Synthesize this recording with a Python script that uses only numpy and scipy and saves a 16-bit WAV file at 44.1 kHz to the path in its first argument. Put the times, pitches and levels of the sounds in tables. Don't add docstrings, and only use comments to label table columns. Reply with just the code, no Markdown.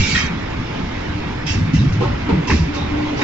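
import sys
import numpy as np
from scipy import signal
from scipy.fft import rfft, irfft, next_fast_len
from scipy.io import wavfile
from scipy.ndimage import uniform_filter1d

SR = 44100
rng = np.random.default_rng(int(sys.argv[2]) if len(sys.argv) > 2 else 0)


def wav_out(sig):
    wavfile.write(sys.argv[1], SR, np.round(np.clip(np.atleast_2d(sig).T, -1, 1) * 32767).astype(np.int16))


def amplitude_ratio(level_db):
    exponent = np.asarray(level_db, float) / 20
    return 10 ** exponent


N = 142443
T = np.arange(N) / SR


def evened(x):
    return x / np.sqrt(np.mean(x ** 2) + 1e-20)


def read(points, hz):
    f, value = np.transpose(points)
    return np.interp(np.log(hz + 1), np.log(f + 1), value)


def curve(points):
    return np.interp(T, *np.transpose(points))


def slow(rate_hz):
    drift = 0
    for f in np.geomspace(rate_hz / 20, rate_hz, 20):
        drift = drift + np.sin(2 * np.pi * (f * T + rng.random())) / np.sqrt(f)
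    return evened(drift)


def noise(shape, patchy_db=0):
    frames, hz = N // 256 + 5, np.fft.rfftfreq(1024, 1 / SR)
    a, b, c, d, patches = rng.standard_normal((frames, 513, 5)).T
    patches = uniform_filter1d(patches, size=5, axis=0)
    patches = evened(uniform_filter1d(patches, size=8, axis=1))
    level_db = read(shape, np.clip(hz, shape[0][0], None))
    level_db = level_db - 40 * np.log2(np.maximum(hz / shape[-1][0], 1))
    z = np.array([a + 1j * b, c + 1j * d]) * amplitude_ratio(level_db[:, None] + patchy_db * patches)
    return evened(signal.istft(z, nperseg=1024, noverlap=768)[1][:, :N])


def resonances(x, peaks):
    out = 0
    for hz, width, db in peaks:
        b, a = signal.iirpeak(hz, hz / max(1.5 * width, 5), SR)
        ring = signal.lfilter(np.convolve(b, b), np.convolve(a, a), x)
        out = out + amplitude_ratio(db) * evened(ring)
    return evened(out)


def rings(rows, rise, fall):
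    sag_db = -3
    out = np.zeros((2, N + SR))
    turns = rng.random((len(rows), 1)) + [0, -1 / 4]
    for (s, length, hz, db), turn in zip(rows, turns):
        t = np.arange(round((length + 8 * fall) * SR)) / SR
        shape = np.clip(t / rise, 0, 1) * np.exp(-np.maximum(t - length, 0) / fall)
        level = np.sqrt(2) * amplitude_ratio(db + sag_db * np.clip(t / length, 0, 1))
        at = max(round(s * SR), 0)
        out[:, at:at + len(t)] += level * shape * np.sin(2 * np.pi * (hz * t + turn[:, None]))
    return out[:, :N]


def frame():
    # (start [s], length [s], frequency [Hz], level [dB])
    shakes = [(.015, .03, 91.5, -12.5), (0, 0.033, 194.6, -21.5), (.14, .05, 80, -21),
              (.205, 0.043, 84.6, -21.5), (.25, 0.035, 72, -24.5), (.295, 0.047, 170.6, -23.5),
              (.14, 0.033, 188, -22.5), (1.44, 0.039, 153, -22), (1.5, 0.026, 93, -15),
              (1.55, 0.038, 98, -14.5), (1.6, 0.05, 156.4, -16.5), (1.733, 0.033, 160.3, -7),
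              (1.61, .035, 99.6, -12), (1.735, 0.029, 266, -15.5), (1.75, 0.023, 79.8, -12.5),
              (1.775, 0.027, 93, -7.5), (1.785, 0.039, 202.3, -12.5), (1.79, 0.028, 293, -23),
              (1.808, 0.019, 126.6, -8.5), (1.825, 0.017, 144.5, -9), (1.858, 0.019, 143.5, -7),
              (1.862, 0.029, 70.4, -14.5), (1.895, .03, 175, -16.5), (1.895, 0.017, 92.7, -22),
              (1.922, .026, 94.8, -14), (1.962, 0.027, 170, -18), (1.977, .025, 115, -14),
              (2.005, .03, 128.6, -17), (2.055, 0.019, 118.4, -13.5), (2.075, .09, 61.8, -21.5),
              (2.1, .03, 96.5, -21.5), (2.283, 0.026, 275, -13.5), (2.316, 0.022, 178.7, -9.5),
              (2.32, 0.028, 81.4, -12), (2.32, 0.027, 309, -19.5), (2.344, 0.018, 176, -11.5),
              (2.371, .036, 161.5, -11.5), (2.395, 0.021, 62, -22), (2.425, .025, 145.5, -21.5),
              (2.496, 0.015, 92, -14), (1.67, 0.033, 149.6, -18.5), (2.519, .05, 76.3, -9),
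              (2.505, 0.013, 254, -16.5), (2.533, .02, 223, -10), (2.598, 0.035, 86.4, -10.5),
              (2.628, 0.03, 70, -16.5), (2.59, 0.043, 162, -12.5), (2.652, .022, 142.5, -16.5),
              (2.67, .035, 273.6, -21.5), (2.802, 0.12, 74.5, -26)]
    # (start [s], length [s], frequency [Hz], level [dB])
    knocks = [(2.496, .004, 950, -13), (2.501, .003, 1800, -15), (2.502, .003, 2650, -18),
              (2.503, .005, 900, -16), (2.511, .003, 2100, -12), (2.514, .004, 1700, -17),
              (2.516, .008, 1100, -18), (2.518, .004, 2500, -19), (2.531, .003, 1800, -18),
              (2.494, .02, 415, -20), (2.007, .01, 800, -24), (2.015, .012, 1020, -25),
              (2.02, .025, 370, -19), (2.035, .01, 1250, -25), (2.05, .015, 900, -24),
              (2.008, .03, 490, -21), (2.29, .012, 960, -24), (2.292, .008, 1400, -26),
              (2.305, .015, 900, -23), (2.322, .012, 880, -25), (2.29, .02, 450, -22),
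              (2.325, .025, 430, -23), (2.475, .015, 1000, -25), (.148, .018, 1870, -17),
              (.176, .008, 1900, -18), (.15, .015, 3280, -24), (.002, .025, 2305, -20),
              (.045, .02, 2300, -24), (.03, .03, 2780, -26), (.11, .025, 2190, -25),
              (1.745, .015, 2020, -27)]
    # (time [s], level [dB])
    effort = [(0, -23), (.3, -27), (.4, -45), (1.4, -45), (1.55, -23), (1.72, -26), (1.74, -17),
              (1.95, -22), (2.27, -31), (2.29, -22), (2.48, -35), (2.505, -21), (2.72, -33), (3.23, -36)]
    # (frequency [Hz], level [dB])
    rumble = [(15, -17.5), (28, -5), (45, 0), (80, -4.5), (160, 4), (260, -3), (380, -16.5), (600, -31)]
    jolts = rings(shakes, rise=.007, fall=.0052)
    contacts = rings(knocks, rise=.0022, fall=.0022)
    return jolts + contacts + amplitude_ratio(curve(effort)) * noise(rumble, patchy_db=-4.5)


def clank(s, hold, db, t60, body):
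    t = np.arange(SR // 2) / SR
    blow = np.minimum(t / .009, 1) * (1 + .5 * np.exp(-t / .015))
    decay = amplitude_ratio(-60 * np.maximum(t - hold, 0) / max(t60, .02))
    chatter = rng.standard_normal((2, len(t))) * blow * decay
    sounding = np.sqrt((hold + t60 / 14) / .5)
    out, at = np.zeros((2, N + SR)), round(s * SR)
    out[:, at:at + len(t)] = amplitude_ratio(db) * resonances(chatter, body) * sounding
    return out[:, :N]


def clanks():
    # (start [s], chatter [s], level [dB], t60 [s])
    slides = [
        (2.0, 0.049, -21.5, 0.4),
        (2.736, 0.04, -26.5, 0.53),
        (2.8, 0.22, -34.5, 0.31),
        (2.97, 0.17, -32, 0.71),
        (3.182, 0.096, -23.5, 1),
    ]
    # (frequency [Hz], width [Hz], level [dB])
    plate = [(374, 110, 0.5), (570, 15, -0.5), (818, 110, -2), (1081, 36, -4), (1350, 520, -5),
             (2210, 1100, -5)]
    # (start [s], chatter [s], level [dB], t60 [s])
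    stops = [
        (2.283, 0.037, -18, 0.75),
        (2.493, 0.03, -19.5, 0.55),
    ]
    # (frequency [Hz], width [Hz], level [dB])
    block = [(294, 110, 5), (420, 87, -7.5), (535, 38, -9.5), (971, 71, -6), (1156, 170, -7),
             (2000, 920, -5.5)]
    return sum(clank(*row, plate) for row in slides) + sum(clank(*row, block) for row in stops)


def bursts(rows):
    power = 0
    for s, hold, db, t60, rise in rows:
        attack = np.clip((T - s) / max(rise, 1e-3), 0, 1)
        level = amplitude_ratio(db - 60 * np.maximum(T - s - hold, 0) / max(t60, .02))
        power = power + (attack * level) ** 2
    return np.sqrt(power)


def vent(envelope, pipe, jet):
    return envelope * evened(resonances(rng.standard_normal((2, N)), pipe) + jet)


def vents():
    # (frequency [Hz], level [dB])
    jet_shape = [(700, -30.5), (1500, 1), (2500, 7.5), (4000, 2.5), (6000, -0.5), (7500, -3)]
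    # (time [s], level [dB])
    flow = [(0, -16), (.04, -19.5), (.13, -20), (.16, -18), (.24, -27.5), (.27, -30), (.33, -76)]
    # (start [s], hold [s], level [dB], t60 [s], rise [s])
    sigh = [
        (.17, 0.06, -28.5, 0.21, 0.018),
    ]
    snap = [
        (.146, 0.019, -16, .5, 0.01),
        (2.499, 0.018, -19.5, .22, 0.0048),
        (3.205, .04, -19, .3, 0.017),
    ]
    puffs = [
        (1.463, 0.045, -23.5, 0.42, 0.0058),
        (1.728, 0.022, -27.5, 0.65, 0.014),
        (1.92, 0.013, -34, 0.23, 0.0057),
        (2.468, 0.088, -25, 0.46, 0.013),
        (2.73, 0.02, -30, 0.29, 0.025),
        (3.165, .07, -33.5, .3, 0.011),
        (2.02, 0.02, -40.5, 0.11, 0.0093),
    ]
    squeaks = [
        (1.785, 0.02, -35, 0.2, 0.0081),
        (2.76, 0.072, -36, 0.25, 0.007),
    ]
    # (frequency [Hz], width [Hz], level [dB])
    long_pipe = [(2010, 140, -11), (2315, 130, 11), (3000, 110, -11), (3270, 130, -7.5), (3870, 200, -0.5),
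                 (4900, 250, -18), (5610, 210, 2.5)]
    sigh_pipe = [(1225, 460, 0)]
    snap_pipe = [(1530, 160, -9.5), (1910, 440, 4), (2173, 190, -6.5), (2476, 60, -4.5), (3430, 210, -26.5),
                 (3760, 83, -9)]
    puff_pipe = [(2020, 340, 0.5), (2654, 97, 3.5), (3620, 580, -9), (5050, 720, 0.5), (5480, 490, -1.5),
                 (6860, 980, -17)]
    squeak_pipe = [(3730, 210, 0)]
    jet = noise(jet_shape, patchy_db=4.0)
    long_vent = vent(amplitude_ratio(curve(flow)), long_pipe, amplitude_ratio(3.0) * jet) + vent(bursts(sigh), sigh_pipe, 0)
    snapping = vent(bursts(snap), snap_pipe, amplitude_ratio(-25.0) * jet)
    puffing = vent(bursts(puffs), puff_pipe, amplitude_ratio(-1.0) * jet)
    return long_vent + snapping + puffing + vent(bursts(squeaks), squeak_pipe, 0)


def pump():
    # (time [s], level [dB])
    load = [(0, -54), (.9, -41.5), (1.05, -35), (1.45, -38.5), (2.1, -41.5), (2.6, -40), (2.72, -26),
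            (2.82, -24.5), (2.85, -34.5), (2.93, -24), (3.23, -28.5)]
    pump_hz, wander_hz, third_hz, whine_hz, whine_stop_s = 299, 3.5, 883, 5168, 2.5
    turns = 2 * np.pi * np.cumsum(pump_hz + wander_hz * slow(12)) / SR
    level = np.sqrt(2) * amplitude_ratio(curve(load) + 2 * slow(40))
    first = level * np.array([np.sin(turns), np.sin(turns - .5)])
    second_level = level * amplitude_ratio(-13 + 3 * slow(30))
    second = second_level * np.sin(2 * turns) * np.array([[1], [-.8]])
    third_level = np.sqrt(2) * amplitude_ratio(-47 + 2.5 * slow(30) - 8 * np.clip(T - 1.4, 0, 1))
    wander = turns - 2 * np.pi * pump_hz * T
    third = third_level * np.sin(2 * np.pi * third_hz * T + .2 * wander)
    whine_level = np.sqrt(2) * amplitude_ratio(-59 + 3.2 * slow(27)) * (T < whine_stop_s)
    whine = whine_level * np.sin(2 * np.pi * whine_hz * T + slow(20))
    return first + second + third + whine


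def hall():
    # (frequency [Hz], level per Hz [dB])
    wash = [(15, -54.5), (25, -7.5), (96, 0), (119, -3.5), (210, -4.5), (269, -3), (300, -9), (324, -9.5),
            (1000, -18.5), (1300, -52), (2200, -120)]
    fizz = [(350, -31), (600, -7.5), (688, -16), (857, -11), (932, -7), (2180, -7), (4360, -22.5),
            (5320, -24.5), (7370, -31.5), (9580, -70.5), (16200, -120)]
    low = amplitude_ratio(-24) * noise(wash, patchy_db=1.47)
    upper = amplitude_ratio(-30.5) * noise([(350, -40)] + fizz, patchy_db=2.0)
    return amplitude_ratio(.7 * slow(4)) * (low + upper)


def ports(x, lean):
    # (frequency [Hz], correlation [0-1])
    likeness = [(60, .985), (140, .94), (220, .89), (340, .78), (600, .72), (860, .35), (1380, .45),
                (2500, .38), (4500, .25)]
    # (frequency [Hz], phase [rad])
    ahead = [(60, -.02), (340, -.5), (600, -3.0), (860, -.8), (1380, -.2), (1810, -1.6)]
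    size = next_fast_len(N + 4096)
    hz, (a, b) = np.fft.rfftfreq(size, 1 / SR), rfft(x, size)
    same, tilt = np.clip(read(likeness, hz), 0, 1), amplitude_ratio(read(lean, hz) / 2)
    lead = np.exp(.5j * read(ahead, hz))
    left = a * tilt * lead
    right = (same * a + np.sqrt(1 - same ** 2) * b) / tilt / lead
    return irfft(np.array([left, right]), size)[:, :N]


def scene():
    # (frequency [Hz], left over right [dB])
    near_lean = [(800, -0.5), (1900, -1.5), (2900, -5), (4500, -11), (5800, -5.5), (7000, -3.5)]
    hall_lean = [(900, -0.2), (1900, -1.5), (2900, -7), (3500, -12), (4300, -9.5), (5200, -13),
                 (6300, -5.5), (7400, -2)]
    near = frame() + clanks() + vents()
    return ports(near, near_lean) + pump() + ports(hall(), hall_lean)


def top_cut(x):
    return signal.sosfilt(signal.butter(12, 7520, fs=SR, output="sos"), x)


def record(dry):
    power_db = 10 * np.log10(abs(uniform_filter1d((dry ** 2).mean(0), size=2000)) + 1e-12)
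    fall = T * 22.
    held_db = np.maximum.accumulate(power_db + fall) - fall
    over_db = np.maximum(held_db + 18, 0)
    ducked = dry / amplitude_ratio(.27 * uniform_filter1d(over_db, size=400))
    ducked = np.tanh(ducked / 1.1) * 1.1
    low_pass = signal.firwin(1023, 7560, window=("kaiser", 10), fs=SR)
    mix = signal.oaconvolve(ducked, low_pass[None], "same")
    return top_cut(mix)


dry = scene()
out = record(dry)
wav_out(out)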